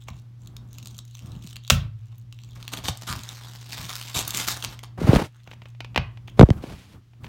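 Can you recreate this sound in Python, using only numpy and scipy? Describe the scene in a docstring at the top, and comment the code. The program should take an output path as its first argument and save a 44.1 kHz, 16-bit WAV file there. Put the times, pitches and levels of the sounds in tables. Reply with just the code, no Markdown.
"""Plastic case handled in a small room

A plastic case is fingered close to a microphone, snaps open, slides about crinkling, then clacks down.
Contacts are noise bursts through resonances; rubbing is random slips; jolts are decaying sines.
The recorder is picked up: cloth rubs on it as shaped noise, and bumps swing low and overload it.
A mains hum of two sines and a faint hiss lie beneath."""
import sys
import numpy as np
from scipy import signal
from scipy.fft import rfft, irfft, next_fast_len
from scipy.io import wavfile
from scipy.ndimage import uniform_filter1d, map_coordinates

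SR = 44100
rng = np.random.default_rng(int(sys.argv[2]) if len(sys.argv) > 2 else 0)


def transcribe(signal):
    """Save signal, clipped to [-1, 1], as a 16-bit WAV file at the path in sys.argv[1]."""
    frames = np.atleast_2d(signal).T
    limited = np.clip(frames, -1, 1)
    pcm = np.round(limited * 32767).astype(np.int16)
    wavfile.write(sys.argv[1], SR, pcm)


N = 321048

# All tabulated levels are relative: each source sets its own final gain.
# resonances of thin plastic edges: f/Hz, level/dB
EDGE = [(200, -16.5), (700, 1), (1200, -3), (1900, -14.5), (2700, -5.5), (3700, -3.5), (5000, -13.5),
        (6600, -3.5), (10000, -13), (15000, -4)]
# fingertips scuffing the case: t/s, length/s, level/dB, brightness f/Hz
SCUFFS = [(0, 0.04, -60, 3240), (0.068, 0.032, -46, 1570), (0.115, 0.1, -66, 3650),
          (.383, 0.092, -67, 5940), (0.664, 0.39, -61, 3940), (1.026, 0.43, -60, 3900),
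          (1.394, 0.15, -56, 3830), (1.608, 0.14, -57, 3470), (1.952, 0.27, -72, 2007),
          (2.306, 0.33, -62, 3500), (5.303, 0.14, -67, 1870), (5.441, 0.11, -60.5, 1700),
          (5.607, 0.095, -66, 1850), (6.272, 0.033, -54, 2330), (7.233, 0.025, -55, 3000)]
# steady drag of the sliding plastic: t/s, level/dB
SLIDE = [(2.55, -57.5), (2.82, -54.5), (3.23, -46), (3.68, -48.5), (3.92, -39.5), (4.2, -42), (4.36, -37),
         (4.52, -33.5), (4.88, -76)]
# upper spectrum of touches on the recorder: f/Hz, level/dB
CLOTH_HIGH = [(400, -6.5), (1200, -9), (2500, -3.5), (4500, -8.5), (8000, -16), (11000, -19),
              (16000, -24.5)]


def amp(db):
    """Level to amplitude: 20 dB is a factor of ten."""
    return 10 ** (np.asarray(db) / 20)


def unit(x):
    """Normalisation to a root mean square of 1."""
    return x / np.sqrt(np.mean(x ** 2) + 1e-20)


def along(points, hz):
    """Interpolation of (f/Hz, value) points on a logarithmic frequency axis."""
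    f, v = np.transpose(points)
    return np.interp(np.log(hz + 1), np.log(f + 1), v)


def gains(rows):
    """Envelopes linear in decibels: one gain per sample for each level column, silent outside the rows."""
    s, *columns = np.transpose(rows)
    now = np.arange(N) / SR
    inside = np.interp(now, s, np.ones(len(s)), 0, 0)
    return [inside * amp(np.interp(now, s, column)) for column in columns]


def gestures(rows, attack_s, release_s):
    """Exponential rise, hold and decay of (t/s, length/s, level/dB, ..) rows, overlaps adding in power."""
    power = np.zeros((len(rows[0]) - 2, N))
    t = np.arange(SR * 3 // 2) / SR
    for s, length, *levels in rows:
        rise = 1 - np.exp(-t / attack_s)
        shape = rise * np.exp(-np.maximum(t - length, 0) / release_s)
        for track, db in zip(power, levels):
            add(track, s, (amp(db) * shape) ** 2)
    return np.sqrt(power)


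def wobble(rate):
    """Slow random modulation: a spline through normal noise, rate knots a second."""
    knots = rng.standard_normal(int(N * rate / SR) + 4)
    return map_coordinates(knots, [np.arange(N) * rate / SR])


def filtered(x, response):
    """Linear filtering: the spectrum of x times a response of frequency."""
    m = next_fast_len(N + SR // 2)
    return irfft(rfft(x, m) * response(np.fft.rfftfreq(m, 1 / SR)), m)[:N]


def coloured(x, tone):
    """Spectral shaping of x by a (f/Hz, level/dB) curve, at rms 1."""
    return unit(filtered(x, lambda hz: amp(along(tone, hz))))


def add(track, s, sound):
    """Superposition of a sound on a track from time s, in place."""
    part = track[max(round(s * SR), 0):][:len(sound)]
    part += sound[:len(part)]


def centred(hz, bright_hz, octaves):
    """Contact brightness as a broad bell on log frequency: harder contacts sit higher."""
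    return 1 / (1 + (np.log2((hz + 20) / bright_hz) / octaves) ** 2)


def contacts(rows, tone, t60, octaves, ripple_db, size=2048):
    """Impact excitation: a brief crack through the body's resonances, for rows of t/s, level/dB, f/Hz."""
    out = np.zeros(N)
    t = np.arange(size) / SR
    hz = np.fft.rfftfreq(size, 1 / SR)
    # folding the cepstrum gives minimum phase: the body rings only after the blow
    fold = np.r_[1, np.full(size // 2 - 1, 2), np.zeros(size // 2)]
    fade = amp(-60 * t / t60)
    fade_out = np.cos(np.pi / 2 * t / t[-1]) ** 2
    for s, db, bright_hz in rows:
        # each spot favours other modes
        ripple = unit(uniform_filter1d(rng.standard_normal(len(hz)), size=25))
        shape = amp(ripple_db * ripple) * amp(along(tone, hz)) * centred(hz, bright_hz, octaves)
        body = np.exp(rfft(irfft(np.log(shape)) * fold))
        crack = rfft(fade * rng.standard_normal(size))
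        # a blow excites all bands alike
        crack /= np.sqrt(uniform_filter1d(np.abs(crack) ** 2, size=31))
        ring = irfft(crack * body) * fade_out
        add(out, s, amp(db) * unit(ring) * np.sqrt(np.mean(fade ** 2)))
    return out


def friction(rate, spread_db, smooth):
    """Stick-slip friction: tiny slips of very unequal size, rate a second, over a smooth hiss."""
    slips = (rng.random(N) < rate / SR) * rng.standard_normal(N)
    slips = slips * amp(spread_db * np.minimum(rng.exponential(size=N), 3))
    grain = np.exp(-np.arange(96) / 20) * rng.standard_normal(96)
    # each slip lends its decaying energy to fresh noise
    scatter = np.sqrt(np.abs(signal.fftconvolve(slips ** 2, grain ** 2)[:N]))
    clumps = unit(scatter * rng.standard_normal(N))
    return unit(clumps + smooth * rng.standard_normal(N))


def patchy(x, depth_db):
    """Shifting contact point: the resonances that speak come and go, as a random gain in time and frequency."""
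    z = signal.stft(x, nperseg=512)[2]
    field = uniform_filter1d(rng.standard_normal(z.shape), size=9, axis=0)
    field = uniform_filter1d(field, size=10, axis=1)
    return unit(signal.istft(z * amp(depth_db * unit(field)), nperseg=512)[1][:N])


def background():
    """Mains hum at twice the line rate with a weak subharmonic, plus broadband air noise."""
    # hum, steady until the recorder is moved: t/s, level/dB
    hum_level = [(0, -43.5), (4.95, -43), (5.35, -50.5), (5.8, -41), (6.4, -43), (6.75, -60.5), (7, -57),
                 (7.28, -44.5)]
    # faint air noise of the room: f/Hz, level/dB
    air_tone = [(30, -5.5), (60, -5), (200, -8), (450, -22.5), (1000, -26), (1800, -24), (3200, -23.5),
                (6000, -29.5), (10000, -39), (16000, -39.5)]
    phase = 2 * np.pi * np.cumsum(118.6 + 0.24 * wobble(3.3)) / SR
    tones = np.sin(phase) + amp(-20.5) * np.sin(phase / 2)
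    hum = gains(hum_level)[0] * np.sqrt(2) * tones
    return hum + amp(-65.5) * coloured(rng.standard_normal(N), air_tone)


def room(x):
    """Diffuse reverberation: noise that builds in a few milliseconds and decays fastest at the top."""
    # decay times of the room: f/Hz, t60/s
    decay = [(100, 0.45), (260, 0.18), (700, 0.35), (1840, 0.32), (4850, 0.25), (12800, 0.067)]
    hz, t, z = signal.stft(rng.standard_normal(SR * 3 // 4), SR, nperseg=256)
    fade = amp(-60 * t / along(decay, hz)[:, None])
    tail = signal.istft(z * fade, SR, nperseg=256)[1]
    tail = tail * (1 - np.exp(-np.arange(len(tail)) / SR / 0.004))
    return signal.fftconvolve(x, tail / np.linalg.norm(tail))[:N]


def handling():
    """Rubbing noise: hands rustle low on the case, and cloth drags over the recorder in lumps."""
    # hands shifting their grip: t/s, length/s, level/dB
    grip_rows = [(.05, .12, -50.5), (.4, .7, -62.5), (1.2, 0.39, -48.5), (1.75, 0.59, -51.5),
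                 (2.56, .32, -47), (3.09, 0.11, -40), (3.78, .08, -49), (4.15, .4, -50.5),
                 (4.64, 0.041, -44), (5.02, 0.21, -45), (5.45, 0.23, -50), (5.78, .6, -48.5),
                 (6.52, 0.061, -42), (6.66, .08, -46), (6.93, .04, -47), (7.2, 0.088, -46)]
    # spectrum of the grip: f/Hz, level/dB
    grip_tone = [(25, -10.5), (55, 5.5), (110, 5), (200, -1), (300, -9.5), (500, -22), (1200, -22),
                 (3000, -45)]
    # cloth rubbing on the recorder: t/s, length/s, rumble level/dB, hiss level/dB
    cloth_rows = [(4.974, 0.017, -34.5, -54.5), (4.996, 0.071, -30.5, -44.5), (5.064, 0.16, -24.5, -39.5),
                  (5.134, 0.028, -15.5, -30.5), (5.23, 0.031, -41.5, -45.5), (6.37, .07, -36, -50.5),
                  (6.45, 0.086, -42.5, -59), (6.56, 0.081, -48.5, -62), (6.62, 0.12, -45, -51.5),
                  (6.74, .1, -62.5, -54.5), (6.84, 0.095, -72, -59), (6.935, 0.016, -52, -63)]
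    # spectrum of the cloth rumble: f/Hz, level/dB
    rumble_tone = [(25, -12), (60, -1), (130, 0), (300, -5), (600, -9), (1200, -15), (2500, -27),
                   (5000, -50)]
    resting = amp(-59.5)  # the hands held still
    grip = resting + gestures(grip_rows, attack_s=0.016, release_s=0.027)[0] * amp(-1.5)
    sway = amp(8.9 * np.tanh(wobble(8.2)))
    rustle = grip * sway * coloured(rng.standard_normal(N), grip_tone)
    rumble, hiss = gestures(cloth_rows, attack_s=0.0039, release_s=0.014)
    lumps = amp(4.5 * np.tanh(wobble(90)) - 1)
    low = rumble * lumps * coloured(rng.standard_normal(N), rumble_tone)
    fibres = coloured(friction(rate=2500, spread_db=0.5, smooth=1.2), CLOTH_HIGH)
    return rustle + low + hiss * amp(1) * np.sqrt(lumps) * fibres


def bumps():
    """Softening contact: each bump on the recorder is a heavy swing gliding to 85 Hz, with a small click."""
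    # bumps on the recorder's body: t/s, level/dB, starting f/Hz, time to peak/s, click level/dB
    bump_rows = [(1.362, -35.5, 300, .0096, -70), (1.442, -36, 307, 0.013, -70),
                 (5.015, -17.5, 696, 0.003, -54.5), (5.043, -11.5, 153, 0.0048, -41),
                 (5.0908, 0, 200, 0.0043, -52), (5.1317, -3.5, 790, 0.0028, -17),
                 (5.16, -10.5, 1224, 0.0019, -13), (5.1639, -2, 190, 0.0021, -34),
                 (6.39, -12.5, 397, 0.0012, -34), (6.3942, 2.5, 1110, 0.0018, -7),
                 (6.399, 4.5, 240, .003, -8.5), (6.411, 9, 804, 0.0028, -8), (6.4268, 0, 666, 0.0012, -17),
                 (6.43, 11.5, 271.7, .0034, -21.5), (6.4882, -13, 710, 0.0037, -30.5),
                 (6.504, -13, 970, 0.0018, -16), (6.508, -3.5, 161, 0.0037, -39),
                 (6.638, -25, 790, 0.0027, -41), (6.722, -32, 597, 0.0027, -35)]
    out = np.zeros(N)
    t = np.arange(SR // 6) / SR
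    for s, db, start_hz, swell, _ in bump_rows:
        u = t / swell
        hz = 85 + (start_hz - 85) * np.exp(-u / 1.055)
        envelope = u * np.exp((1 - u ** 1.25) / 1.25)
        swing = envelope * np.sin(2 * np.pi * np.cumsum(hz) / SR)
        # the whole body also rocks in the hand
        sway = amp(-16 - 60 * t / 0.09) * np.sin(2 * np.pi * 55 * t)
        add(out, s, amp(db) * (swing + sway))
    clicks = [(row[0], row[-1], 2200) for row in bump_rows]
    return out + amp(-3) * contacts(clicks, CLOTH_HIGH, t60=0.005, octaves=1.5, ripple_db=3)


def thuds():
    """Modal excitation: jolts set the low modes of the support and the room swinging."""
    # jolts of the case on its support: t/s, level/dB, damping factor (1 = free)
    jolts = [(0.1, -30.5, 2.5), (1.238, -27.5, 4.9), (1.711, -12.5, 1.5), (2.886, -14.5, 7.5),
             (3.093, -24, 3.3), (4.156, -22.5, 4.7), (5.974, -17, 2.7)]
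    # modes of support and room: f/Hz, level/dB, free t60/s
    modes = [(54, -6, 0.61), (83.9, -2, 0.56), (107, -14.5, 2.5), (112, -5, 0.2), (135.3, -3.5, 0.65),
             (166, -9, 0.56), (221.8, -4, 0.23)]
    out = np.zeros(N)
    t = np.arange(SR) / SR
    for s, db, damping in jolts:
        ring = np.zeros(len(t))
        for k, (hz, level, t60) in enumerate(modes):
            decay = amp(level - 60 * t * damping / t60)
            ring += (-1) ** k * decay * np.sin(2 * np.pi * hz * t)  # alternate modes start inverted
        add(out, s, amp(db) * ring * (1 - np.exp(-t / 0.011)))
    return out


def scuffs():
    """Sparse stick-slip: a fingertip's brief drag swells through the resonances of thin edges."""
    out = np.zeros(N)
    slips = coloured(friction(rate=300, spread_db=4.5, smooth=0.55), EDGE)
    slips = patchy(slips, depth_db=3.5)
    for s, length, db, bright_hz in SCUFFS:
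        stroke = slips[max(round(s * SR), 0):][:round(length * SR)]
        stroke = stroke * signal.windows.tukey(len(stroke), 0.6)
        bell = centred(np.fft.rfftfreq(len(stroke), 1 / SR), bright_hz, octaves=0.76)
        add(out, s, amp(db) * unit(irfft(rfft(stroke) * bell)))
    return out


def stray_ticks():
    """Random micro-impacts while anything rubs, following its strength: rows of t/s, level/dB, f/Hz."""
    per_s, spread_db = 34, 1
    middle_hz, spread_octaves = 4600, 0.3
    over_scuff_db, over_slide_db = 23, 7.5
    touch, = gestures([row[:3] for row in SCUFFS], attack_s=0.057, release_s=0.005)
    strength = amp(over_scuff_db) * touch + amp(over_slide_db) * gains(SLIDE)[0]
    slot = SR // 100  # at most one tick each 10 ms
    slots = np.arange(0, N - slot, slot)
    chance, lag = rng.random((2, len(slots)))
    size, colour = np.clip(rng.standard_normal((2, len(slots))), -2, 2)
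    at = slots + (lag * slot).astype(int)
    level_db = 20 * np.log10(strength[at] + 1e-9) + spread_db * size
    rows = np.c_[at / SR, level_db, middle_hz * 2 ** (spread_octaves * colour)]
    return rows[(chance < per_s / 100) & (strength[at] > amp(-60))]


def ticks():
    """Light impacts: fingers and edges tick on thin plastic, with stray ticks from the rubbing."""
    # the clearest ticks: t/s, level/dB, brightness f/Hz
    clear_ticks = [(0.0835, -25.5, 3100), (0.4732, -30, 5200), (0.5662, -24.5, 4100), (0.7306, -32, 7000),
                   (0.7844, -24.5, 4500), (0.828, -29.5, 3920), (0.8582, -24, 4240), (0.8722, -23, 4630),
                   (0.9811, -27.5, 6440), (0.989, -20, 3700), (1.1516, -25.5, 3260), (1.4734, -27, 4570),
                   (1.529, -28, 3440), (1.5582, -23.5, 3500), (1.566, -21, 3360), (1.678, -22, 4025),
                   (2.1825, -35.5, 13300), (2.326, -28.5, 3210), (2.6274, -24, 2594), (2.679, -16, 3160),
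                   (2.7355, -12.5, 3080), (2.7726, -16.5, 3600), (2.8835, -7.5, 3180),
                   (2.9733, -24.5, 6800), (3.192, -24, 3250), (3.235, -21, 4240), (3.29, -16.5, 3660),
                   (3.7232, -17.5, 4000), (4.098, -25, 4650), (4.1905, -8.5, 4620), (4.279, -8.5, 8400),
                   (4.3065, -10, 5130), (4.3725, -6.5, 7100), (4.625, -14, 3860), (4.7913, -24, 2740)]
    rows = [*clear_ticks, *stray_ticks()]
    return amp(-5.5) * contacts(rows, EDGE, t60=0.0055, octaves=0.83, ripple_db=4.5)


def sliding():
    """Stick-slip sliding: clumpy crinkle, a rasp where shoves catch, and more treble in a harder drag."""
    # shoves of the case: t/s, length/s, crinkle level/dB, rasp level/dB
    shoves = [(2.719, 0.028, -41, -37.5), (2.765, 0.021, -37, -41), (2.837, .045, -35, -39),
              (2.883, 0.0071, -28.5, -23.5), (3.068, 0.051, -36, -35.5), (3.717, 0.019, -36, -49),
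              (4.143, 0.065, -29.5, -28), (4.275, 0.0053, -42, -29), (4.338, 0.086, -33, -32.5),
              (4.468, 0.058, -30, -35.5), (4.625, 0.036, -36, -43.5), (4.69, .045, -44, -55.5),
              (4.831, 0.0063, -48, -43)]
    # spectrum of the crinkle: f/Hz, level/dB
    crinkle_tone = [(100, -5), (200, -2), (450, -11.5), (800, -6), (1300, -5), (1900, -6.5), (2700, -5),
                    (3700, -2), (5000, -4), (6500, -6), (9000, -10), (10600, -15), (14000, -11),
                    (16000, -15.5)]
    # spectrum of the rasp: f/Hz, level/dB
    rasp_tone = [(100, -17), (200, 8), (500, -4.5), (1200, 3.5), (2000, -10), (3700, 5), (5000, -8),
                 (6500, 3), (8500, -1.5), (10600, -8), (13000, -3.5), (16000, -26)]
    treble_per_db, neutral_db = 0.22, -38.5  # treble dB per dB of steady drag; drag level of plain tone
    steady = gains(SLIDE)[0]
    shoved = gestures(shoves, attack_s=0.0049, release_s=0.019)[0]
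    effort = np.hypot(amp(2) * steady, shoved)
    crinkle = coloured(friction(rate=800, spread_db=4, smooth=0.45), crinkle_tone)
    glide = effort * amp(-1.5 + 2.64 * wobble(70)) * crinkle
    press = gestures(shoves, attack_s=0.0009, release_s=0.0053)[1]
    rasp = press * coloured(friction(rate=2000, spread_db=8.0, smooth=1.0), rasp_tone)
    drag = glide + rasp
    treble = filtered(drag, lambda hz: hz ** 2 / (hz ** 2 + 3500 ** 2))
    tilt = np.maximum(steady / amp(neutral_db), 0.1) ** treble_per_db
    drag = tilt * treble + (drag - treble) / np.maximum(tilt, 0.5)  # the rest tilts the other way
    return np.std(drag) * patchy(drag, depth_db=2.1)


def clacks():
    """Shell resonance: the hollow case knocks, radiating from its near and far sides."""
    # knocks of the case: t/s, level/dB, brightness f/Hz
    knocks = [(0.085, -37, 800), (2.736, -34, 700), (2.885, -17.5, 450), (5.475, -35, 1500),
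              (5.514, -33, 2200), (5.533, -36, 2200), (5.619, -36.5, 2200), (5.656, -37, 2400),
              (5.749, -47.5, 2600), (5.8052, -24, 4000), (5.8461, -29.5, 3300), (5.9464, -32.5, 2300),
              (5.9605, -9, 2200), (5.9765, -7.5, 2200), (6.1733, -39, 2800), (6.2806, -33, 2800),
              (6.6388, -29, 700), (7.134, -49, 1500), (7.244, -30.5, 2200), (7.266, -37, 3500)]
    # resonances of the hollow shell: f/Hz, level/dB
    shell = [(100, -8), (250, 8), (550, 5), (904, 5), (1400, -5.5), (2150, -1), (2700, 0.5), (3400, -5),
             (4300, -10), (5730, -15.5), (9000, -27.5), (16000, -28)]
    near = amp(-2.5) * contacts(knocks, shell, t60=0.019, octaves=2.1, ripple_db=0.0)
    far = contacts(knocks, shell, t60=0.01, octaves=1.5, ripple_db=1.7)
    return near, far


def snap():
    """Release of stored strain: the catch springs free in a double crack, and the loosened lid shivers."""
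    # two steps of the catch letting go: t/s, level/dB, brightness f/Hz
    cracks = [(1.7001, 3.999, 3435), (1.704, 5, 1720)]
    # resonances of the stiff catch: f/Hz, level/dB
    catch_tone = [(150, -24.5), (480, 0.5), (850, -8), (1350, -4), (2000, -12), (2600, -4.5), (3600, -2),
                  (4500, -9.5), (6200, -5), (8500, -10), (12000, -15.5), (15000, -9)]
    t = np.arange(SR // 4) / SR
    shiver = np.zeros(N)
    add(shiver, cracks[-1][0], amp(-23 - 60 * t / 0.17))
    double = amp(-8.0) * contacts(cracks, catch_tone, t60=0.017, octaves=1.7, ripple_db=-1.0)
    return double + shiver * coloured(rng.standard_normal(N), catch_tone)


def scene():
    """Direct and reverberant sound: the room hears the ticks, the rubbing, the snap and the case's far sides;
    thuds, bumps, handling and the background stay dry."""
    near, far = clacks()
    catch = snap()
    rubbing = sliding() + scuffs()
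    direct = thuds() + bumps() + handling() + background()
    ticking = ticks()
    wet = room(amp(-15) * ticking + amp(-11.5) * rubbing)
    wet += amp(-15.0) * room(far) + amp(-15) * room(catch)
    return ticking + near + catch + rubbing + wet + direct


def record(dry):
    """Transducer limits: the microphone loses deep bass, saturates on hard blows and is band-limited."""
    top_hz = 16100
    highpass = signal.butter(2, 30, "highpass", fs=SR, output="sos")
    voltage = signal.sosfilt(highpass, dry)
    clipped = voltage / (1 + np.abs(voltage) ** 8) ** (1 / 8)
    return filtered(clipped, lambda hz: 1 / np.sqrt(1 + (hz / top_hz) ** 200))


dry = scene()
out = record(dry)
transcribe(out)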